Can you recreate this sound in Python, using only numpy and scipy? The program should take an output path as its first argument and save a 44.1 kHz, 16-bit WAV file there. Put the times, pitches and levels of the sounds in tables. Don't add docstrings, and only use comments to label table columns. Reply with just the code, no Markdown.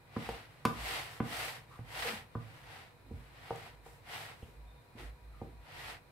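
import sys
import numpy as np
from scipy import signal
from scipy.fft import rfft, irfft, next_fast_len
from scipy.io import wavfile
from scipy.ndimage import map_coordinates

SR = 44100
rng = np.random.default_rng(int(sys.argv[2]) if len(sys.argv) > 2 else 0)


def generate_wav(signal):
    frames = np.transpose(np.atleast_2d(signal))
    scaled = np.clip(frames, -1, 1) * 32767
    pcm = np.round(scaled).astype(np.int16)
    wavfile.write(sys.argv[1], SR, pcm)


N = 269451


def amp(db):
    return 10 ** (np.asarray(db) / 20)


def unit(x):
    return x / np.sqrt(np.mean(x ** 2) + 1e-20)


def along(points, hz):
    freqs, values = np.transpose(points)
    return np.interp(np.log(hz + 1), np.log(freqs + 1), values)


def wobble(rate):
    points = rng.standard_normal(int(N * rate / SR) + 4)
    return map_coordinates(points, [np.arange(N) * rate / SR])


def filtered(x, response):
    n = x.shape[-1]
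    padded = next_fast_len(n + 8192)
    return irfft(rfft(x, padded) * response(np.fft.rfftfreq(padded, 1 / SR)), padded)[..., :n]


def band(x, low_hz, high_hz):
    return signal.sosfilt(signal.butter(2, [low_hz, high_hz], 'band', fs=SR, output='sos'), x)


def add(track, start, sound):
    part = track[..., max(round(start * SR), 0):][..., :sound.shape[-1]]
    part += sound[..., :part.shape[-1]]


def together(gains):
    return np.sqrt(sum(gain ** 2 for gain in gains))


def arch(start, rise, fall, db, depth_db=20):
    since_peak = np.arange(N) / SR - start - rise
    away = np.maximum(-since_peak / rise, since_peak / fall)
    return amp(db - depth_db * np.minimum(away, 4) ** 2.26)


def spread(pair, spectrum_db):
    # (frequency [Hz], likeness [0-1])
    likeness = [(100, 0.94), (300, 0.53), (700, 0.54), (1400, 0), (3000, 0.09), (6000, 0), (15000, 0)]

    def response(hz):
        angle = np.arccos(along(likeness, hz)) / 2
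        return amp(spectrum_db(hz)) * np.array([np.cos(angle), np.sin(angle)])
    mid, side = filtered(pair, response)
    return np.array([mid + side, mid - side])


def coloured(pair, spectrum, peaks=()):
    def lift_db(hz):
        return sum(db / (1 + (2 * (hz - centre) / width) ** 2) for centre, width, db in peaks)
    return unit(spread(pair, lambda hz: along(spectrum, hz) + lift_db(hz)))


def kitchen_hum():
    # (frequency [Hz], relative level [dB])
    spectrum = [(100, -1.5), (250, -2), (400, -0.5), (900, -2.5), (1400, -6), (2400, -9.5), (2700, -14.5),
                (3300, -18.5), (3900, -16.5), (5000, -20.5), (6500, -29), (8500, -24), (12000, -22.5),
                (15500, -29)]
    # (frequency [Hz], width [Hz], boost [dB])
    hum_bands = [(487.7, 20, 9), (965, 13, 14.5), (2438, 110, 8), (3680, 34, 10.5), (4070, 300, 8.5)]
    return amp(-63) * coloured(rng.standard_normal((2, N)), spectrum, hum_bands)


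def kitchen_echo(x):
    # (frequency [Hz], time to fade by 60 dB [s])
    fade_times = [(100, 0.36), (500, 0.37), (1200, 0.39), (5000, 0.38), (14000, 0.4)]
    # (frequency [Hz], level [dB])
    spectrum = [(60, -2.5), (130, -1.5), (250, -3.5), (700, -3), (2000, -3.5), (14000, -2)]
    hz, t, noise = signal.stft(rng.standard_normal((2, SR // 2)), SR, nperseg=256)
    fade = amp(-60 * t / along(fade_times, hz)[:, None])
    tail = signal.istft(noise * fade, SR, nperseg=256)[1]
    tail = spread(tail / np.linalg.norm(tail[0]), lambda f: along(spectrum, f))
    delayed = np.pad(x, (SR // 300, 0))
    return signal.fftconvolve(delayed[None], tail, axes=1)[:, :N]


def near_echoes(pair, gain, count=8):
    echoes = np.zeros((2, int(0.03 * SR)))
    echoes[:, 0] = 1
    for ear in echoes:
        ear[rng.integers(SR // 400, len(ear), count)] = gain * rng.choice([-1, 1], count)
    return unit(signal.fftconvolve(pair, echoes, axes=1)[:, :N])


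def bowl_rumble(effort_db):
    # (start [s], building up [s], dying down [s], level [dB])
    rocks = [(0.24, .08, .08, -53), (0.68, .1, .13, -51), (1.78, .06, 0.073, -54), (3.02, 0.16, .2, -55.5),
             (3.74, .14, 0.086, -56), (4.42, 0.26, 0.152, -52.5), (4.94, 0.098, 0.206, -50),
             (5.15, 0.25, 0.15, -51), (5.5, 0.082, 0.091, -53), (5.73, 0.087, 0.113, -54)]
    # (frequency [Hz], relative level [dB])
    sway_spectrum = [(20, -33), (38, -27), (48, 3), (56, 17), (64, -2), (80, -19), (140, -61)]
    # (frequency [Hz], relative level [dB])
    drone_spectrum = [(60, -36), (85, 0), (110, 2.5), (150, 0), (190, -16.5), (260, -13), (500, -42.5)]
    sway_gain = together([amp(-63.5 + 0.18 * effort_db)] + [arch(*rock) for rock in rocks])
    sway = sway_gain * coloured(rng.standard_normal((2, N)), sway_spectrum)
    drone = amp(-56 + 0.27 * effort_db) * coloured(rng.standard_normal((2, N)), drone_spectrum)
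    return sway + drone


def grain_ticks():
    # (time [s], level [dB], pitch [Hz])
    ticks = [(2.073, -39, 2500), (2.088, -26, 2650), (3.56, -37.5, 7830)]
    t = np.arange(SR // 50) / SR
    out = np.zeros(N)
    for start, db, hz in ticks:
        fade = amp(db - 60 * t * hz / 9)
        add(out, start, fade * np.sin(2 * np.pi * hz * t))
    return out


def spoon_rubs():
    # (start [s], length [s], pitch [Hz], width [Hz], level [dB])
    rubs = [(0.237, 0.027, 763, 60.4, -62), (1.696, 0.083, 1160, 306, -59.5), (2.02, 0.094, 477.6, 49, -49),
            (2.07, 0.09, 238, 70, -54), (3.035, 0.09, 274, 60, -63.5), (4.42, 0.029, 2950, 600, -65),
            (4.434, 0.082, 455, 120, -67), (4.655, .16, 3637, 100, -75), (4.949, .11, 362, 202, -57.5),
            (5.331, 0.08, 1250, 161, -65.5), (5.409, 0.09, 357, 158, -58)]
    out = np.zeros(N)
    for start, length, hz, width, db in rubs:
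        n = int(length * SR)
        noise = band(rng.standard_normal(2 * n), hz - width / 2, hz + width / 2)
        rasp = unit(noise[n:])
        add(out, start, amp(db) * rasp * signal.windows.tukey(n, 0.5))
    return out


def unit_start(x):
    return x / np.sqrt(np.mean(x[:SR // 40] ** 2))


def ring(tones, t, attack_s, longest_s=1):
    sound = np.zeros(len(t))
    for hz, db, fade_s in tones:
        fade = amp(db + rng.normal(0, 1.8) - 60 * t / min(fade_s, longest_s))
        sound += fade * np.sin(2 * np.pi * hz * t)
    return unit_start(sound * (1 - np.exp(-t / attack_s)))


def burst(t, low_hz, high_hz, fade_s):
    noise = rng.standard_normal(len(t)) * amp(-60 * t / fade_s)
    return unit_start(band(noise, low_hz, high_hz))


def spoon_knocks():
    # (time [s], base [dB], wall [dB], hollow [dB],
    # clack [dB], crack [dB], longest base ring [s], base pitch [Hz], treble limit [Hz])
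    knocks = [(0.164, -41.5, -37, -44.5, -45.5, -54, 0.13, 109, 1900),
              (0.29, -57.5, -50.5, -39.5, -55.5, -54.5, 0.12, 113, 12000),
              (0.652, -37, -32, -36, -29.5, -40.5, 0.13, 111.6, 15000),
              (1.202, -37, -33.5, -42, -41, -49, 0.066, 115, 2380),
              (1.789, -43, -56, -58, -69, -64, 0.45, 111, 2200),
              (2.352, -37.5, -44, -47.5, -46, -59.5, 0.42, 111, 1820),
              (3.109, -49, -48.5, -54, -60.5, -81, 0.3, 92.3, 607),
              (3.133, -43, -55, -70, -80, -80, 0.3, 91, 300),
              (3.507, -47, -56.5, -37, -49, -69, 0.14, 111.4, 1810),
              (3.863, -63, -88.5, -55.5, -63, -78, 0.2, 94, 5000),
              (4.425, -46.5, -56, -55.5, -74, -82, 0.073, 94, 620),
              (4.949, -53.5, -56, -82, -70, -78, 0.24, 110.5, 400),
              (5.415, -44, -47.5, -47.5, -60.5, -74.5, 0.077, 100, 1100)]
    # (pitch [Hz], relative level [dB], time to fade by 60 dB [s])
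    base_tones = [(89.4, -22, 0.31), (110, 8, 0.22), (146, 1.5, 0.091)]
    wall_tones = [(235.2, 5.5, 0.054), (277.5, -6.5, 0.067)]
    hollow_tones = [(470.5, 2, 0.074), (528, 1.5, 0.053), (680, -9, 0.0152), (696, 3.5, 0.032),
                    (779, 7.5, 0.034), (888, 3, 0.031)]
    clack_tones = [(1015, 1.5, 0.039), (1053, 0, 0.019), (1145, 2, 0.027), (1290, -20, 0.016),
                   (1457, -9, 0.049)]
    main_hz = base_tones[1][0]
    t = np.arange(SR // 2) / SR
    out = np.zeros(N)
    for start, base_db, wall_db, hollow_db, clack_db, crack_db, ring_s, base_hz, limit_hz in knocks:
        loaded = [(hz * base_hz / main_hz, db, fade_s) for hz, db, fade_s in base_tones]
        blow = np.zeros(len(t))
        add(blow, 0.0035, amp(base_db + 1.5) * ring(loaded, t, attack_s=0.0043, longest_s=ring_s))
        add(blow, 0.002, -amp(wall_db - 1) * ring(wall_tones, t, attack_s=0.0016))
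        blow += amp(hollow_db) * ring(hollow_tones, t, attack_s=0.0009)
        blow += amp(clack_db - 0.5) * ring(clack_tones, t, attack_s=0.000855)
        wood_crack = burst(t, 1220, 3300, fade_s=0.041)
        plastic_snap = amp(-7.5) * burst(t, 3800, 13450, fade_s=0.024)
        blow += amp(crack_db + 0.41) * (wood_crack + plastic_snap)
        cushion = signal.butter(4, limit_hz, fs=SR, output='sos')
        add(out, start, signal.sosfilt(cushion, blow))
    return out


def heap_slumps():
    # (time [s], level [dB], time to fade by 60 dB [s])
    slumps = [(2.023, -38.5, 0.12), (2.074, -38, 0.23), (3.875, -66, .1), (4.982, -51.5, 0.18)]
    t = np.arange(SR // 4) / SR
    gain = np.zeros(N)
    for start, db, fade_s in slumps:
        add(gain, start, amp(db - 60 * t / fade_s))
    return gain


def spoon_strokes():
    # (start [s], speeding up [s], slowing down [s], scrape level [dB], fizz relative to scrape [dB])
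    strokes = [(0.079, .218, 0.21, -50, -10), (0.438, 0.0842, 0.42, -65, -11), (0.7, 0.22, .235, -42.8, -6),
               (0.87, 0.052, .11, -45, -10), (1.088, 0.042, 0.12, -54, -5),
               (1.207, .196, 0.2281, -42.5, -5), (1.645, .095, 0.14, -63, -7.5),
               (1.863, 0.19, .19, -42.5, -5.5), (2.223, 0.37, 0.22, -59, -10.5),
               (2.629, 0.1114, 0.2, -53.5, -11), (3.061, 0.13, 0.31, -65.5, -8.5),
               (3.243, 0.37, .17, -53.5, -10.5), (3.824, 0.047, 0.2, -63.5, -3),
               (4.04, .125, .225, -46.3, -8.2), (4.291, 0.14, 0.218, -67, -4),
               (4.954, 0.052, .135, -55, -8.5), (5.29, .134, 0.18, -68.5, -10),
               (5.6, 0.11, 0.083, -58.5, -14), (5.66, 0.23, 0.11, -47.8, -9.5)]
    scrape = together(arch(start, rise, fall, db) for start, rise, fall, db, _ in strokes)
    fizz = together(arch(start, rise, fall, db + fizz_db, depth_db=25.5)
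                    for start, rise, fall, db, fizz_db in strokes)
    scrape = np.hypot(scrape, amp(-73.5))
    fizz = np.hypot(fizz, amp(-80.5))
    return 20 * np.log10(scrape), 20 * np.log10(fizz)


def grains(per_second, scatter_db, hiss):
    hits = rng.random((2, N)) < per_second / SR
    sizes = amp(scatter_db * rng.standard_normal((2, N))) * rng.choice([-1, 1], (2, N))
    return unit(hits * sizes / np.sqrt(per_second)) + hiss * rng.standard_normal((2, N))


def stirring(scrape_db, fizz_db, effort_db):
    # (frequency [Hz], relative level [dB])
    scrape_spectrum = [(90, -48), (180, -26), (235, -13.5), (320, -11.5), (470, -9.5), (580, -7), (770, -3),
                       (1200, -5), (1950, -3.5), (3200, -7), (4700, -11.5), (6200, -23), (9000, -49.5)]
    fizz_spectrum = [(3000, -21), (5000, -5), (6600, -7), (8200, -2.5), (9600, -6.5), (11300, -4.5),
                     (13500, -9), (15700, -13.5)]
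    # (frequency [Hz], width [Hz], boost [dB])
    rustle_peaks = [(467, 48, 5.5), (738, 127, 4), (1336, 5.9, 7), (1452.5, 12, 5), (1840, 23, 3),
                    (1940, 53, 5), (2110, 66, 3.5), (2280, 46, 1.5), (2796, 53, 3)]
    per_second = 1000 + 5000 * amp(effort_db)
    clumps_db = 0.7 * wobble(28) + 0.7 * wobble(110)
    sliding = near_echoes(grains(per_second, scatter_db=3, hiss=0.98), gain=0.088)
    scrape = coloured(sliding, scrape_spectrum, rustle_peaks)
    loose = near_echoes(grains(per_second, scatter_db=0.5, hiss=1.8), gain=0.153)
    fizz = coloured(loose, fizz_spectrum)
    treble = filtered(scrape, lambda hz: 1 - 1 / (1 + (hz / 2900) ** 4))
    scrape += (amp(1.6 + 0.26 * effort_db) - 1) * treble
    contact = 1 / (1 + amp(2 * (-73 - scrape_db)))
    scrape_gain = np.hypot(contact * amp(scrape_db + clumps_db + 2.5), heap_slumps())
    fizz_gain = amp(fizz_db + clumps_db / 2 - 0.4)
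    return scrape_gain * scrape + fizz_gain * fizz


def scene():
    scrape_db, fizz_db = spoon_strokes()
    effort_db = scrape_db - scrape_db.max()
    contacts = spoon_knocks() + spoon_rubs() + grain_ticks()
    hum = kitchen_hum()
    echo = amp(-0.5) * kitchen_echo(contacts)
    return hum + echo + contacts + stirring(scrape_db, fizz_db, effort_db) + bowl_rumble(effort_db)


def record(dry, top_hz=15750):
    # (frequency [Hz], left minus right [dB])
    balance = [(140, -2), (330, -0.85), (1000, -0.5), (1800, 1.12), (4200, 0), (6400, -2), (9800, 3),
               (15000, 3)]
    return filtered(dry, lambda hz: amp(np.outer([1, -1], along(balance, hz)) / 2) * (hz < top_hz))


dry = scene()
out = record(dry)
generate_wav(out)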